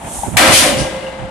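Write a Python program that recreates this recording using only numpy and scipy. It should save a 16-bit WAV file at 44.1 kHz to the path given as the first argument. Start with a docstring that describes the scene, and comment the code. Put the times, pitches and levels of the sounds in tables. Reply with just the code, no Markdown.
"""On a barge, heard across open water: one blow of a diesel pile hammer.
The falling ram hisses air from its ports (shaped noise) and knocks a lever (decaying sines), then strikes:
steel crashes (noise bands) and rings (wavering tones), exhaust blasts out and puffs, a fitting clinks.
Engines rumble on deck, wind bumps the microphone, and the recorder's limiter holds the blow down."""
import sys
import numpy as np
from scipy import signal
from scipy.fft import rfft, irfft
from scipy.io import wavfile

SR = 44100
rng = np.random.default_rng(int(sys.argv[2]) if len(sys.argv) > 2 else 0)


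def inscribe(sig):
    """Save sig as 16-bit PCM at rate SR to the path in sys.argv[1].

    A 1-D sig is mono; a 2-D sig holds one channel per row.
    Samples are clipped to [-1, 1] before scaling.
    """
    pcm = np.round(np.clip(np.atleast_2d(sig).T, -1, 1) * 32767)
    wavfile.write(sys.argv[1], SR, pcm.astype(np.int16))


N = 57330
TIME = np.arange(N) / SR
STRIKE_S, STRIKE_RISE_S = 0.3682, 0.0012

# stereo tilt of the scene: pitch_hz, left_minus_right_db
BALANCE = [(100, 0), (600, 0), (1050, -2.5), (1500, 4.3), (2100, 4), (3300, 7), (5500, 0.7), (7000, 0),
           (8700, -8), (10500, 4.5), (13000, 1.5)]


def from_db(db):
    """Decibels to gain."""
    return 10 ** (np.asarray(db) / 20)


def rms_one(x):
    """Scale to unit power."""
    return x / np.sqrt(np.mean(x ** 2) + 1e-20)


def at_hz(points, hz, axis=1):
    """Read one column of a table on a log-frequency axis."""
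    points = np.array(points)
    return np.interp(np.log(np.maximum(hz, 1)), np.log(points[:, 0]), points[:, axis])


def pan(left_minus_right_db):
    """Left and right gains of constant power."""
    gains = from_db(np.array([[0.5], [-0.5]]) * left_minus_right_db)
    return gains / np.sqrt(np.mean(gains ** 2, axis=0))


def drift(rate_hz):
    """Random wandering of about unit spread, its spectrum halved in amplitude at the given rate."""
    length = 4 * N  # drawn longer than the scene, then cut
    hz = np.fft.rfftfreq(length, 1 / SR)
    spectrum = rfft(rng.standard_normal(length)) / (1 + (hz / rate_hz) ** 2)
    return rms_one(irfft(spectrum))[:N]


def envelope(start_s, rise_s, hold_s, t60_s):
    """Linear attack, hold, then exponential release by 60 dB in t60_s."""
    age = TIME - start_s
    attack = np.clip(age / rise_s, 0, 1)
    return attack * np.exp(-np.log(1000) * np.maximum(age - rise_s - hold_s, 0) / t60_s)


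def pink_pair():
    """Spectrum of stereo pink noise, mostly alike in the bass and diffuse in the treble."""
    # stereo likeness: pitch_hz, left_right_correlation (0-1)
    likeness = [(50, 0.67), (150, 1), (700, 0.64), (1500, 0.25), (2700, 0.51), (4200, 0.17), (7000, 0.16),
                (12000, .05)]
    hz = np.fft.rfftfreq(N, 1 / SR)
    mid, side = rfft(rng.standard_normal((2, N)))
    alike = np.clip(at_hz(likeness, hz), -1, 1)
    pair = np.sqrt((1 + alike) / 2) * mid + np.sqrt((1 - alike) / 2) * side * [[1], [-1]]
    # a third octave spans about 0.23 of its centre frequency: unit power in each
    third_octave_gain = np.sqrt(SR / 2 / (0.23 * np.maximum(hz, 20)))
    return hz, pair * pan(at_hz(BALANCE, hz)) * third_octave_gain


def noise(spectrum):
    """Stereo noise with the given third-octave levels."""
    hz, pair = pink_pair()
    return irfft(pair * from_db(at_hz(spectrum, hz)), N)


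def mode_peaks(hz):
    """Gain of closely packed resonances, high and low by chance."""
    contrast_db, width_hz, step_hz = 2, 57, 8
    grid = np.arange(0, SR / 2, step_hz)
    smoothing = np.exp(-step_hz / width_hz)
    uneven = rms_one(signal.lfilter([1], [1, -smoothing], rng.standard_normal(len(grid))))
    return rms_one(from_db(contrast_db * np.interp(hz, grid, uneven)))


def engines():
    """Steady, slightly fluttering rumble of the deck machinery, as noise with a wandering level."""
    # engine rumble: pitch_hz, level_db (per third octave)
    rumble = [(25, -73), (40, -50), (60, -41.5), (110, -48.5), (190, -38.5), (300, -44), (430, -48.5),
              (620, -38), (850, -35.5), (1200, -44), (2000, -45.5), (3200, -47.5), (5000, -59), (9000, -53),
              (11000, -65), (13000, -82)]
    flutter_db = 2
    return noise(rumble) * from_db(flutter_db * drift(rate_hz=19.5))


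def port_hiss():
    """Air pushed out by the falling ram: hiss swells as it speeds up and fades as it covers the ports."""
    # air hiss: pitch_hz, relative_level_db (per third octave)
    hiss = [(2000, -44), (3300, -15.5), (4800, -22), (6500, -8), (9000, 0), (10500, -3.5), (12500, -16),
            (14000, -21)]
    peak_s, peak_db, round_s = 0.17, -26, 0.049
    rise_db_per_s, fall_db_per_s = 139, 71
    age = TIME - peak_s
    slope = np.where(age < 0, rise_db_per_s, fall_db_per_s)
    # straight slopes in decibels with a rounded top
    level_db = peak_db - slope * (np.hypot(age, round_s) - round_s)
    return rms_one(noise(hiss)) * from_db(level_db) * pan(-0.5)


def trip_gear():
    """Short hollow knocks of the lever, each exciting three decaying modes."""
    # knocks: start_s, relative_level_db, left_minus_right_db
    knocks = [(.185, -14.5, 4), (.2315, -4, 9), (.2435, -36, -4), (.262, -15, 6), (.362, -8.5, 0),
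              (.872, -15.5, -6)]
    # lever modes: pitch_hz, relative_level_db, t60_s
    lever = [(737, -4, 0.021), (801.4, -0.5, 0.062), (935, -8, 0.11)]
    out = np.zeros((2, N))
    for start_s, knock_db, pan_db in knocks:
        ring = np.zeros(N)
        for hz, mode_db, t60_s in lever:
            tone = np.sin(2 * np.pi * hz * (TIME - start_s))
            ring += from_db(mode_db) * tone * envelope(start_s, 0.0037, 0, t60_s)
        out += 0.5 * from_db(knock_db) * ring * pan(pan_db)
    return out


def wind():
    """Low lumps of turbulence bump the microphone, mostly on its right port."""
    # bumps: centre_s, level_db (right port, before the swell), spread_s (of the bell curve), upper_edge_hz
    bumps = [(0.197, -26.5, 0.044, 89), (0.283, -14.5, 0.01, 297), (0.355, -17.5, 0.032, 202),
             (0.417, -18.5, 0.029, 314), (0.489, -10.5, 0.014, 162), (0.538, -14, 0.014, 110),
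             (0.604, -18, 0.036, 263), (0.753, -19, 0.042, 307), (0.81, -17, 0.024, 200),
             (0.912, -30.5, 0.026, 120), (1.234, -20, 0.022, 110)]
    low_hz, left_db, shared_gain = 52, -15.5, 0.14
    out = np.zeros((2, N))
    for centre_s, level_db, spread_s, top_hz in bumps:
        edges_hz = [low_hz, max(top_hz, low_hz + 10)]
        band = signal.butter(2, edges_hz, "band", fs=SR, output="sos")
        lump = rms_one(signal.sosfilt(band, rng.standard_normal((2, N))))
        out += from_db(level_db) * lump * np.exp(-0.5 * ((TIME - centre_s) / spread_s) ** 2)
    left = from_db(left_db) * out[0] + shared_gain * out[1]
    return np.array([left, out[1]])


def crash():
    """Countless steel modes as noise bands dying at their own pace, with a crack, a reflection and a tail."""
    # hammer and pile: pitch_hz, level_db (per third octave), t60_s
    body = [(60, -36, 1.7), (150, -31, 1.6), (290, -17, 1.35), (400, -27, 1.73), (596, -11, 0.95),
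            (896, -17, 0.91), (1370, -13.5, 0.5), (2060, -11.5, 0.71), (3300, -16, 1.1), (5500, -19, 0.7),
            (8870, -17, 1.42), (10900, -20.5, 0.37), (13500, -33, 0.25)]
    # bright first contact: pitch_hz, relative_level_db (per third octave)
    crack = [(700, -19), (2000, 5.5), (4500, -9), (9000, 1), (14000, -3.5)]
    hold_s, body_build_s, body_below_hz = 0.12, 0.045, 950
    crack_db, slap_db, tail_db = -7, -3.5, -17.5
    tail_t60_s, air_loss_hz = 2.8, 15800

    out = from_db(crack_db) * rms_one(noise(crack)) * envelope(STRIKE_S, STRIKE_RISE_S, 0, 0.8)
    # a near reflection swells behind the blast
    slap = from_db(slap_db) * envelope(0.5824, 0.046, 0, 0.31)
    hz, pair = pink_pair()
    pair = pair * from_db(at_hz(body, hz)) * mode_peaks(hz)
    centres = np.geomspace(50, 14000, 16)
    for centre, share in zip(centres, np.eye(len(centres))):
        # overlapping bands that add up to the whole
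        band = irfft(pair * at_hz(np.c_[centres, share], hz), N)
        # the low ringing needs time to build
        rise_s = STRIKE_RISE_S + body_build_s / (1 + (centre / body_below_hz) ** 6)
        build = np.sqrt(np.clip((TIME - STRIKE_S) / rise_s, 0, 1))
        direct = envelope(STRIKE_S, STRIKE_RISE_S, hold_s, at_hz(body, centre, axis=2))
        # air halves the reflection's gain and the tail's decay time at air_loss_hz
        air = 1 / (1 + centre / air_loss_hz)
        # scatter from barge and shore, leaning left
        tail = from_db(tail_db) * envelope(STRIKE_S, hold_s, 0, tail_t60_s * air) * pan(5)
        out += band * build * np.sqrt(direct ** 2 + (air * slap) ** 2 + tail ** 2)
    return out


def ringing_steel():
    """The strong modes of hammer and pile waver as reflections mix in, and return once from the shore."""
    # steel modes: pitch_hz, level_db, t60_s, waver (0-1)
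    steel = [(249.1, -18, 1.1, 0.3), (525.2, -17, 3.74, 0.19), (535.2, -14, 1.84, 0.33),
             (582, -16, 1.6, 0.9), (632, -8, 0.72, 0.24), (693, -19, .6, 0.6), (738, -26, 0.95, 0.7),
             (1170, -28, 0.42, 0.43), (1313, -13.5, 0.5, 0.1), (1585, -13, 0.75, .3),
             (1616, -34, 3.9, 0.67), (2019, -17, 0.91, 0.66), (2060, -30, 2.7, 0.45),
             (2140, -36, 0.64, 0.3), (2840, -23.5, 1.35, 0.64), (3684, -31, 1.0, 0.7),
             (10190, -20, 0.27, 0.94)]
    waver_rate_hz, build_s, echo_db = 7, 0.061, -15.5
    apart_gain = 0.62  # part of the wavering that differs between left and right
    out = np.zeros((2, N))
    echo = from_db(echo_db) * envelope(1.02, 0.011, 0, 0.3)
    for hz, level_db, t60_s, waver in steel:
        # complex drift moves both strength and phase
        shared, apart = [drift(waver_rate_hz) + 1j * drift(waver_rate_hz) for _ in range(2)]
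        scatter = shared + apart_gain * apart * [[1], [-1]]
        carrier = np.exp(2j * np.pi * (hz * TIME + rng.random()))
        tone = np.real((1 + waver * scatter) * carrier)
        own = envelope(STRIKE_S, build_s, 0, t60_s)
        # modes that die sooner also echo more faintly
        swell = own + echo * np.sqrt(own)
        out += from_db(level_db) * tone * swell * pan(at_hz(BALANCE, hz))
    return out


def exhaust():
    """Gas roars through the steel ports as the ram rebounds, as resonant noise; a weaker puff follows."""
    # blast: pitch_hz, relative_level_db (per third octave)
    blast_spectrum = [(300, -39), (1000, -21), (2200, -8.5), (3700, -5.5), (5500, -8), (7000, -7.5),
                      (9000, -2), (11000, -5), (12000, -14), (14000, -17)]
    # puff: pitch_hz, relative_level_db (per third octave)
    puff_spectrum = [(1500, -9), (3200, -6.5), (4300, -2), (5800, 1), (7500, -6.5), (9500, 3), (11000, -9),
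                     (12500, -26)]
    blast_db, puff_db = 2.5, -20
    hz, pair = pink_pair()
    roar = rms_one(irfft(pair * from_db(at_hz(blast_spectrum, hz)) * mode_peaks(hz), N))
    blast = from_db(blast_db) * roar * envelope(0.515, 0.041, 0.033, 0.31)
    puff = from_db(puff_db) * rms_one(noise(puff_spectrum)) * envelope(0.7684, 0.021, 0.018, 0.32)
    return blast + puff


def clink():
    """A loose steel fitting rattles briefly after the blow, as narrow noise for a tight cluster of modes."""
    centre_hz, width_hz, level_db = 2860, 200, -31.5
    hz = np.fft.rfftfreq(N, 1 / SR)
    resonance = 1 / (1 + (2 * (hz - centre_hz) / width_hz) ** 2)
    cluster = rms_one(irfft(rfft(rng.standard_normal(N)) * resonance, N))
    swell = envelope(1.06, 0.0067, 0, 0.13)
    return from_db(level_db) * cluster * swell * pan(at_hz(BALANCE, centre_hz))


def scene():
    """The hammer's cycle over engines and wind."""
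    hammer = port_hiss() + trip_gear() + crash() + ringing_steel() + exhaust() + clink()
    return engines() + wind() + hammer


def record(dry):
    """A limiter ducks everything under the loudest moments, peaks are rounded off, bottom and top are cut."""
    low_cut_hz, high_cut_hz = 44, 14300
    limit_db, attack_s, release_db_per_s, ceiling = -5.5, 0.0055, 86, 0.85
    dry = signal.sosfilt(signal.butter(2, low_cut_hz, "high", fs=SR, output="sos"), dry)
    smoothing = np.exp(-1 / (attack_s * SR))
    power = signal.lfilter([1 - smoothing], [1, -smoothing], np.mean(dry ** 2, axis=0))
    over_db = np.maximum(10 * np.log10(power + 1e-12) - limit_db, 0)
    # the gain reduction follows each rise and lets go at a steady rate
    fall_db = release_db_per_s * TIME
    reduction_db = np.maximum.accumulate(over_db + fall_db) - fall_db
    held = dry * from_db(-reduction_db)
    rounded = held / (1 + (held / ceiling) ** 6) ** (1 / 6)
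    return signal.sosfilt(signal.ellip(10, 0.2, 70, high_cut_hz, fs=SR, output="sos"), rounded)


dry = scene()
out = record(dry)
inscribe(out)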